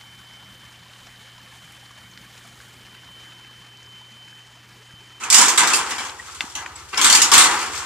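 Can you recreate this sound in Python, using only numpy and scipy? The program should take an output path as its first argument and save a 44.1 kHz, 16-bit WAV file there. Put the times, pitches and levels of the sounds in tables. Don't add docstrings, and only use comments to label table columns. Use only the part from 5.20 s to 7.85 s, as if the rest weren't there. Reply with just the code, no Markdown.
import sys
import numpy as np
from scipy import signal
from scipy.fft import irfft
from scipy.io import wavfile
from scipy.ndimage import uniform_filter1d

SR = 44100
rng = np.random.default_rng(int(sys.argv[2]) if len(sys.argv) > 2 else 0)


def amplitude_ratio(level_db):
    exponent = np.asarray(level_db, float) / 20
    return 10 ** exponent


def to_wav(sig):
    pcm = np.clip(np.atleast_2d(sig), -1, 1) * 32767
    pcm = np.round(pcm).astype(np.int16)
    wavfile.write(sys.argv[1], SR, pcm.T)


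N = 116865

# (time [s], level [dB], pitch [factor])
STICK_TICKS = [
    (0.896, -23.5, 1.5),
    (1.2068, -9, 1.022),
    (1.4613, -18.5, 0.694),
    (1.7446, -20, 1.2),
]


def evened(x):
    return x / np.sqrt(np.mean(x ** 2) + 1e-20)


def read(points, hz):
    f, value = np.transpose(points)
    return np.interp(np.log(hz + 1), np.log(f + 1), value)


def wander(length):
    noise = rng.standard_normal(N)
    return evened(uniform_filter1d(uniform_filter1d(noise, length), length))


def left_stronger(x):
    return x * amplitude_ratio(np.array([[1.], [-1.]]))


def port(hz):
    centre_hz, width_hz = 7680, 1340
    return 1 / (1 + (2 * (hz - centre_hz) / width_hz) ** 2)


def pair(gain, hz):
    # (frequency [Hz], likeness [0 to 1])
    likeness = [(60, 0), (180, 1), (530, 0.91), (1590, 0.79), (4740, 0.31), (14200, 0.18)]
    # (frequency [Hz], left over right [dB])
    balance = [(60, 3), (370, -1.5), (700, 1), (1400, 1.5), (2500, 2.5), (4300, 7.5), (9500, -3.5),
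               (13000, 5.5)]
    port_lean_db, lag_s = -15.5, .00005
    a, b, c, d = rng.standard_normal((len(hz), 4)).T
    same = np.clip(read(likeness, hz), 0, 1)
    lean = amplitude_ratio((read(balance, hz) + port_lean_db * port(hz)) / 2)
    left = a + 1j * b
    right = same * left + np.sqrt(1 - same ** 2) * (c + 1j * d)
    right = right * np.exp(2j * np.pi * hz * lag_s)
    return gain * np.array([left * lean, right / lean])


def yard():
    # (frequency [Hz], level [dB per Hz])
    air = [(30, -24), (80, -12), (130, -14), (220, -18), (400, -11), (620, -18), (1200, -9), (7800, -22),
           (14500, -30)]
    level_db, swell_db = -49, 1.5
    hz = np.fft.rfftfreq(N + 1, 1 / SR)
    floor = evened(irfft(pair(amplitude_ratio(read(air, hz)), hz), N + 1)[:, :N])
    return amplitude_ratio(level_db + swell_db * wander(5000)) * floor


def engine():
    # (multiple of the firing rate, level [dB])
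    harmonics = [(2, -81), (3, -67), (4, -56.5), (5, -58.5), (6, -61.5), (7, -65.5), (8, -64)]
    firing_hz, start_turns, smear_turns = 17.59, 0.198, 0.075
    nears_db_per_s, uneven_db = 2, 2.3
    t = np.arange(N) / SR
    turns = firing_hz * t + start_turns
    throb = np.zeros(N)
    for k, db in harmonics:
        phase = k * turns + smear_turns * (k - 5) ** 2
        throb += np.sqrt(2) * amplitude_ratio(db) * np.cos(2 * np.pi * phase)
    return throb * amplitude_ratio(nears_db_per_s * (t - 2.0) + uneven_db * wander(2500))


def stick():
    # (frequency [Hz], bandwidth [Hz], level [dB])
    stick_modes = [(850, 78, -13.5), (1560, 88, -8.5), (2030, 31, 0), (2280, 56, -6), (2640, 41, 1),
                   (3470, 97, -1.5), (4450, 150, -11.5), (5440, 100, -17)]
    level_db, extra_damping_hz = 2, 69.4
    out, t = np.zeros(N), np.arange(2000) / SR
    for s, db, pitch in STICK_TICKS:
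        tick = np.zeros(len(t))
        for k, (hz, width_hz, mode_db) in enumerate(stick_modes):
            damping_hz = width_hz + extra_damping_hz
            fade = damping_hz * np.exp(-np.pi * damping_hz * t)
            tick += (-1) ** k * amplitude_ratio(mode_db) * fade * np.sin(2 * np.pi * hz * pitch * t)
        out[round(s * SR):][:len(t)] += amplitude_ratio(db + level_db) * tick / abs(tick).max()
    thud_s, thud_hz, thud_db, thud_length_s = 1.243, 269, -31, 0.0028
    u = np.arange(N) / SR - thud_s
    out += amplitude_ratio(thud_db) * np.exp(-(u / thud_length_s) ** 2) * np.sin(2 * np.pi * thud_hz * u)
    return leaning_left(out)


def leaning_left(x):
    return x * amplitude_ratio(np.array([[1.], [-1.]]))


def pings():
    # (time [s], frequency [Hz], level [dB], length [s])
    singing = [(0.04, 2600, -31.5, 0.0052), (0.13, 2250, -26, 0.0067), (0.223, 981, -19.5, 0.0092),
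               (0.432, 968, -22.5, 0.014), (0.541, 2650, -21, 0.008), (1, 1910, -37.5, 0.0084),
               (1.384, 1690, -43.5, 0.02), (1.562, 7920, -40.5, .006), (1.737, 1150, -35.5, 0.0096),
               (1.777, 5170, -17.5, 0.0026), (1.86, 1177, -19.5, 0.0054), (2.127, 1152, -14, 0.0077),
               (2.178, 1214, -13.5, 0.0053)]
    t = np.arange(N) / SR
    rough = 1 + .5 * evened(uniform_filter1d(rng.standard_normal(N), 150))
    tone = np.zeros(N)
    for s, hz, db, length in singing:
        swell = np.exp(-((t - s) / length) ** 2)
        tone += np.sqrt(2) * amplitude_ratio(db) * swell * np.sin(2 * np.pi * hz * t)
    return leaning_left(tone * rough)


def slips(per_s):
    spread_db = 5.5
    size = amplitude_ratio(spread_db * np.minimum(rng.exponential(1, N), 5)) * rng.choice([-1., 1.], N)
    return evened(size * (rng.random(N) < per_s / SR))


def jolts(count):
    jolt_times = [.0355, .1017, .126, .1431, .19, .2833, .376, .399, .4738, .5347, .7073, .7811, .85,
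                  1.0784, 1.352, 1.5559, 1.725, 1.7444, 1.7765, 1.8138, 1.8447, 1.8996, 1.927, 1.95, 2.0178,
                  2.1166, 2.136, 2.1789, 2.24, 2.5516]
    # (treble force [dB], body force over treble [dB], chatter length [s])
    jolt_forces = [(-22.5, -17, 0.014), (-2, -32, 0.053), (-2.5, -30, 0.028), (5, -25, 0.051),
                   (-4.5, -10, 0.036), (-5.5, -24.5, 0.0078), (-2.5, -11.5, 0.016), (-18.5, -1, 0.0074),
                   (-8, -14, 0.0092), (-4, -30.5, .02), (-19.5, -4, 0.015), (-20, -0.5, 0.022),
                   (-23.5, -12, 0.025), (-40, 4.5, 0.011), (-19, -4.5, 0.055), (-31, -4, 0.025),
                   (-35.5, 16, 0.034), (-31.5, 3, 0.013), (-10.5, -2.5, 0.016), (-4, -19, 0.023),
                   (-1, -11, 0.025), (-1, -20, 0.022), (-0.5, -15, 0.015), (-0.5, -18, 0.0096),
                   (-1, -20.5, 0.013), (-2, -7, 0.016), (0.5, -12.5, 0.027), (4, -18, 0.042),
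                   (-8, -5, 0.014), (-17.5, -23.5, 0.046)]
    level_db, body_level_db = -9, 5.5
    first_hit, hit_share = 22., .15
    t, force = np.arange(N) / SR, np.zeros((count, 2, N))
    chatter = slips(1500)
    for k, (s, (db, body_db, length)) in enumerate(zip(jolt_times, jolt_forces)):
        fade = np.exp(-np.maximum(t - s, 0) / np.clip(length, .002, .2))
        burst = (t >= s) * fade * chatter
        burst[round(s * SR)] = first_hit * amplitude_ratio(hit_share * db)
        burst *= amplitude_ratio(db + level_db) * np.sqrt(SR * .02) / np.linalg.norm(burst)
        force[k % count] += burst * amplitude_ratio(np.array([[0], [body_db + body_level_db]]))
    return force


def grinding():
    # (time [s], pressure [dB], body over treble [dB])
    pressure = [(0.0, -33.5, 4), (0.08, -39.5, 12.5), (0.16, -16.5, 1), (0.29, -16.5, -4),
                (0.37, -22.5, -6.5), (0.4, -17, -0.5), (0.92, -40, -2), (1.33, -36, -16),
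                (1.4, -52.5, 13.5), (1.68, -43, -18), (1.79, -31, 2), (1.94, -14, -6.5), (2.03, -18, -6.5),
                (2.11, -29.5, -3), (2.12, -7.5, -8.5), (2.27, -22.5, 2.5), (2.49, -28.5, -4.5),
                (2.65, -29.5, 1.5)]
    level_db, body_level_db = -5, -0.5
    s, db, body_db = np.transpose(pressure)
    t = np.arange(N) / SR
    press = np.interp(t, s, db)
    treble_db = press + level_db
    body_force_db = press + np.interp(t, s, body_db) + body_level_db
    return slips(2500) * amplitude_ratio(np.array([treble_db, body_force_db]))


def sheet_ring(size=20000):
    # (frequency [Hz], level [dB per Hz])
    colour = [(59, -52), (100, -9), (372, 0.5), (667, -8.5), (951, -2.5), (3760, -4.5), (7490, 1),
              (13700, -21), (14600, -14)]
    # (frequency [Hz], time to fall 60 dB [s])
    ring_times = [(150, 0.25), (400, 1), (1000, 0.6), (2000, 0.26), (4000, 0.16), (8000, .22),
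                  (13000, 0.12)]
    mode_db, mode_hz = 2.8, 250
    shelf_hz, shelf_db = 700, -11.5
    split_hz, body_rise_s = 2300, 0.0042
    crack_db, crack_s = -2.5, 0.0013
    hz, t = np.fft.rfftfreq(size, 1 / SR), np.arange(size) / SR
    humps = signal.lfilter([1], [1, -np.exp(-SR / size / mode_hz)], rng.standard_normal(len(hz)))
    colour_db = read(colour, hz) + shelf_db / (1 + (hz / shelf_hz) ** 20)
    z = pair(amplitude_ratio(colour_db + mode_db * evened(humps)), hz)
    body_share = 1 / (1 + (hz / split_hz) ** 7)
    crack = 1 + amplitude_ratio(crack_db) * np.exp(-t / crack_s)
    rise = 1 - np.exp(-t / body_rise_s)
    band_hz, band_t60 = np.transpose(ring_times)
    treble, body = 0, 0
    for t60, own_band in zip(band_t60, np.eye(len(band_hz))):
        band = np.sqrt(read(np.column_stack([band_hz, own_band]), hz))
        fade = amplitude_ratio(-60 * t / t60) / np.sqrt(t60)
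        treble = treble + irfft(z * band * np.sqrt(1 - body_share)) * fade * crack
        body = body + irfft(z * band * np.sqrt(body_share)) * fade * rise
    return treble / np.linalg.norm(treble[0]), body / np.linalg.norm(body[0])


def sheet(count=7):
    # (time [s], left over right [dB])
    slide = [
        (0, -5.5),
        (.3, -0.5),
        (.6, 1),
        (1.7, 4),
        (1.78, 4),
        (1.9, 2.5),
        (2.65, 2.5),
    ]
    tick_db, tick_treble_db = -19.5, -4.5
    force, drag = jolts(count), grinding()
    shape = rng.integers(0, count, N)
    force[1, 1, 0] += amplitude_ratio(-34) * 20
    for s, db, _ in STICK_TICKS:
        force[0, :, round(s * SR)] += amplitude_ratio(db + tick_db + np.array([tick_treble_db, 0])) * 20
    out = np.zeros((2, 2, N))
    for k in range(count):
        drive = force[k] + drag * (shape == k)
        out += signal.fftconvolve(drive[:, None], np.array(sheet_ring()), axes=2)[..., :N]
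    treble, body = out
    lean_db = np.interp(np.arange(N) / SR, *np.transpose(slide)) / 2
    low_cut = signal.butter(2, 102, "high", fs=SR, output="sos")
    return signal.sosfilt(low_cut, treble * amplitude_ratio(np.array([lean_db, -lean_db])) + body)


def scene():
    return yard() + engine() + stick() + pings() + sheet()


def low_pass(x):
    return signal.sosfilt(signal.butter(12, 14750, fs=SR, output="sos"), x)


def record(dry):
    ceiling, edge_hz = 0.93, 14350
    clipped = np.clip(dry, -ceiling, ceiling)
    band_limit = signal.firwin(301, edge_hz, window=("kaiser", 9), fs=SR)
    dull = signal.oaconvolve(clipped, band_limit[None], "same")
    return low_pass(dull)


dry = scene()
out = record(dry)
to_wav(out)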